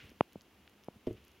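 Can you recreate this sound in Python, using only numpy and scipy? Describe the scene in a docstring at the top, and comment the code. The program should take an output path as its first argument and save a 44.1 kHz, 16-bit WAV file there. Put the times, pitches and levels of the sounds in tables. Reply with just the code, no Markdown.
"""Quiet workshop, close by: a small wooden printing block touches down and is tapped three times onto cloth
on a padded table (filtered clicks), then pressed home with a thump that sets the table ringing and rocking
(clicks into resonators, plus noise bursts for shudder and crushed cloth). A sleeve brushes the cloth and the
arm rumbles (shaped noise); faint ticks (short decaying noise bursts), a low hum (sine) and hiss (noise) lie
underneath."""
import sys
import numpy as np
from scipy import signal
from scipy.fft import rfft, irfft
from scipy.io import wavfile

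SR = 44100
rng = np.random.default_rng(int(sys.argv[2]) if len(sys.argv) > 2 else 0)


def bounce(signal):
    """Save signal as a 16-bit WAV file at the path given by the first command-line argument."""
    frames = np.transpose(np.atleast_2d(signal))
    limited = np.clip(frames, -1, 1)
    pcm = np.round(limited * 32767).astype(np.int16)
    wavfile.write(sys.argv[1], SR, pcm)


N = 61740  # 1.4 s
T = np.arange(N) / SR  # s


def from_db(db):
    """Decibels to gain."""
    return 10 ** (np.asarray(db) / 20)


def rms_one(x):
    """Scale to unit rms."""
    return x / np.sqrt(np.mean(x ** 2) + 1e-20)


def level(rows):
    """Gain over time, interpolated in dB from (time_s, level_db) rows."""
    return from_db(np.interp(T, *np.transpose(rows)))


def coloured(points):
    """White noise shaped by (freq_hz, level_db) rows, interpolated over log frequency."""
    hz, db = np.transpose(points)
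    bin_hz = np.maximum(np.arange(N // 2 + 1) * SR / N, 1)
    gain = from_db(np.interp(np.log(bin_hz), np.log(hz), db))
    return irfft(rfft(rng.standard_normal(N)) * gain, N)


def butter(x, hz, kind, order=2):
    """Causal Butterworth filter."""
    edges_hz = np.clip(np.sort(hz) if np.ndim(hz) else hz, 10, SR / 2 - 1)
    sos = signal.butter(order, edges_hz, kind, fs=SR, output="sos")
    return signal.sosfilt(sos, x + 1e-18)


def click(start_s, level_db):
    """One impulse."""
    return from_db(level_db) * (np.arange(N) == int(start_s * SR))


def ring(x, hz, t60_s):
    """Two-pole resonator: a unit click sets a decaying sine of initial height 1 ringing."""
    radius = from_db(-60 / (t60_s * SR))
    w = 2 * np.pi * hz / SR
    return signal.lfilter([0, np.sin(w)], [1, -2 * radius * np.cos(w), radius * radius], x)


def burst(start_s, hold_s, t60_s):
    """Envelope: a one-millisecond attack, a hold, an exponential release."""
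    attack = np.clip((T - start_s) * 1000, 0, 1)
    return attack * from_db(-60 * np.maximum(T - start_s - hold_s, 0) / t60_s)


def taps():
    """Each tap is a cushioned push that the pad soon swallows, plus a wooden click with a faint snap."""
    # dry taps on the padding; drive before filtering, wood click relative to it
    # columns: start_s, drive_db, contact_brightness_hz, pad_resonance_hz, pad_q, wood_click_db
    tap_rows = [(0.1160, -16.5, 450, 261, 2.2, -53), (0.2085, 19, 1013, 128, 0.75, -21),
                (0.357, -3.5, 620, 180, 2.43, -47), (0.8844, 1.5, 730, 160, 1.25, -38)]
    pad_spread_hz, snap_db = 670, -25
    click_band_hz, snap_band_hz = [1460, 3106], [4500, 6120]
    spread_w = 2 * np.pi * pad_spread_hz
    allpass = signal.bilinear([-1, spread_w], [1, spread_w], SR)
    out = 0
    for start_s, drive_db, contact_hz, pad_hz, q, click_db in tap_rows:
        hit = click(start_s, drive_db)
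        w = 2 * np.pi * pad_hz
        pad = signal.bilinear([1, 0, 0], [1, w / q, w * w], SR)  # resonant high-pass
        push = signal.lfilter(*pad, butter(hit, contact_hz, "low", order=4))
        snap = from_db(snap_db) * butter(hit, snap_band_hz, "band", order=3)
        wood = butter(hit, click_band_hz, "band", order=4) + snap
        out = out + signal.lfilter(*allpass, push) + from_db(click_db) * wood
    return out


def press():
    """The cloth crushes, the block bottoms out and rocks with short thuds and shudders, and the table rings."""
    # the block bottoms out and rocks: start_s, drive_db, contact_brightness_hz
    blow_rows = [(1.0712, -6, 640), (1.0784, -9.5, 392), (1.1075, -15.5, 590), (1.1096, -15.5, 420)]
    # modes of the block on the table, damped by the hand: freq_hz, level_db, t60_s
    mode_rows = [(41.6, -57, .75), (69.2, -48, 1), (108.2, -33.5, 0.16), (207.5, -43, 0.33),
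                 (268.7, -42, 0.23), (365.1, -35.5, 0.18), (444.1, -31, 0.14), (483, -52.5, .14),
                 (514, -49, .11), (616.6, -30, 0.083)]
    # spectrum of the block shuddering on the cloth: freq_hz, level_db_per_hz (relative)
    shudder_rows = [(40, -10), (110, 3), (200, -1), (300, -2), (480, -6.5), (650, -16), (780, -24),
                    (1500, -43.5)]
    # spectrum of cloth crushed under the block: freq_hz, level_db_per_hz (relative)
    crush_rows = [(200, -34), (1000, 4), (1250, -9.5), (1800, -5), (3300, -5.5), (4200, -16.5),
                  (6000, -18.5), (9000, -26)]
    thud_db, thud_band_hz = 17.5, [170, 433]
    shudder_db, crush_db, crush_top_hz = -50.5, -52, 9100

    force = sum(butter(click(start_s, db), hz, "low", order=6) for start_s, db, hz in blow_rows)
    thud = from_db(thud_db) * butter(force, thud_band_hz, "band")
    table = sum(from_db(db) * ring(force, hz, t60_s) for hz, db, t60_s in mode_rows)
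    shudder_env = burst(blow_rows[0][0], hold_s=0.036, t60_s=0.26)
    shudder = from_db(shudder_db) * rms_one(coloured(shudder_rows)) * shudder_env
    crush_noise = rms_one(butter(coloured(crush_rows), crush_top_hz, "low"))
    crush = from_db(crush_db) * crush_noise * burst(start_s=1.0676, hold_s=0.0069, t60_s=0.054)
    return thud + table + shudder + crush


def sleeve():
    """The sleeve swishes on the cloth: noise under a moving level."""
    # sleeve brushing over the cloth: time_s, level_db
    swish_level = [(0, -55), (.05, -60.5), (.11, -66), (.16, -77), (1.06, -92), (1.1, -64.5), (1.14, -78),
                   (1.175, -65), (1.21, -76), (1.27, -72), (1.4, -78)]
    # swish spectrum: freq_hz, level_db_per_hz (relative)
    swish_rows = [(500, -31), (1200, -7.5), (2000, -3.5), (2800, 3), (3500, -5), (4300, -14), (6500, -19.5),
                  (9000, -44.5), (15000, -29)]
    return level(swish_level) * rms_one(coloured(swish_rows))


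def arm():
    """The arm's weight rumbles in the table: low noise under a moving level."""
    # arm shifting on the padded table: time_s, level_db
    rumble_level = [(0, -76), (.04, -54), (.075, -58), (.1, -59.5), (.15, -67.5), (.28, -81), (.38, -62),
                    (.43, -82.5), (.55, -70), (.8, -77.5), (.93, -72), (.968, -57), (.99, -86), (1.15, -77),
                    (1.22, -68.5), (1.4, -75.5)]
    # rumble spectrum: freq_hz, level_db_per_hz (relative)
    rumble_rows = [(22, -33.5), (45, -11), (80, 8), (120, -3.5), (220, -1.5), (380, -13), (600, -17),
                   (1200, -38)]
    return level(rumble_level) * rms_one(coloured(rumble_rows))


def finger():
    """A fingertip shifts on the block: one band-passed click."""
    return butter(click(0.6772, -24), [1320, 3550], "band", order=3)


def ticks():
    """Faint ticks: short decaying noise bursts in a dull and a bright band, with a notch in the treble."""
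    # some double (dull then bright), some almost only a bright tick: start_s, dull_db, bright_db
    tick_rows = [(0.0941, -31.5, -36.5), (0.3240, -36, -35), (0.4100, -33, -35.5), (0.6883, -55, -40),
                 (0.8370, -31.5, -38), (1.1220, -58, -39), (1.2420, -33.5, -37.5), (1.2734, -44.5, -37.5),
                 (1.309, -49.5, -43)]
    gap_s, t60_s = 0.0078, 0.0044
    dull_band_hz, bright_band_hz = [1900, 6500], [3800, 12600]
    dip_hz, dip_q = 8360, 2.24
    dull_hits = sum(click(start_s, db) for start_s, db, _ in tick_rows)
    bright_hits = sum(click(start_s + gap_s, db) for start_s, _, db in tick_rows)
    fade = from_db(-60 / (t60_s * SR))  # per sample
    hits = np.array([dull_hits, bright_hits]) + 1e-18
    decay = signal.lfilter([np.sqrt(1 - fade ** 2)], [1, -fade], hits)  # unit energy per unit click
    dull, bright = decay * rng.standard_normal((2, N))
    tick_noise = butter(dull, dull_band_hz, "band") + butter(bright, bright_band_hz, "band")
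    return signal.lfilter(*signal.iirnotch(dip_hz, dip_q, SR), tick_noise)


def hum():
    """A low sine whose level wavers slowly at random."""
    hum_hz, rms_db, waver_rms_db = 204.5, -78.5, 4.5
    waver = rms_one(butter(rng.standard_normal(N), 4.1, "low"))
    return from_db(rms_db + waver_rms_db * waver) * np.sqrt(2) * np.sin(2 * np.pi * hum_hz * T)


def room_noise():
    """Steady stereo noise, centred in the bass and wider in the hiss."""
    # mid spectrum: freq_hz, level_db_per_hz (relative)
    floor_rows = [(25, -17.5), (60, -2.5), (130, -12), (210, -5), (330, -3.5), (550, -11.5), (900, -13),
                  (1800, -16.5), (2950, -14), (3900, -21.5), (6800, -27), (8200, -34), (10500, -28.5),
                  (15500, -29.5)]
    # stereo width: freq_hz, side_minus_mid_db
    width_rows = [(100, -25.5), (700, -11), (2800, -11.5), (5000, -6), (9000, -3.5), (15000, -7)]
    mid_rms_db = -66
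    width_hz, width_db = np.transpose(width_rows)
    side_rows = [(hz, db + np.interp(np.log(hz), np.log(width_hz), width_db)) for hz, db in floor_rows]
    mid, side = coloured(floor_rows), coloured(side_rows)
    return from_db(mid_rms_db) * np.array([mid + side, mid - side]) / np.std(mid)


def scene():
    """All the handling is close and in the centre; only the room noise is wide."""
    handling = taps() + press() + sleeve() + arm() + finger() + ticks()
    return handling + hum() + room_noise()


def record(dry):
    """The top is cut steeply by an elliptic low-pass."""
    cutoff_hz, ripple_db, stop_db = 15800, 0.1, 70
    sos = signal.ellip(10, ripple_db, stop_db, cutoff_hz, fs=SR, output="sos")
    return signal.sosfilt(sos, dry)


dry = scene()
out = record(dry)
bounce(out)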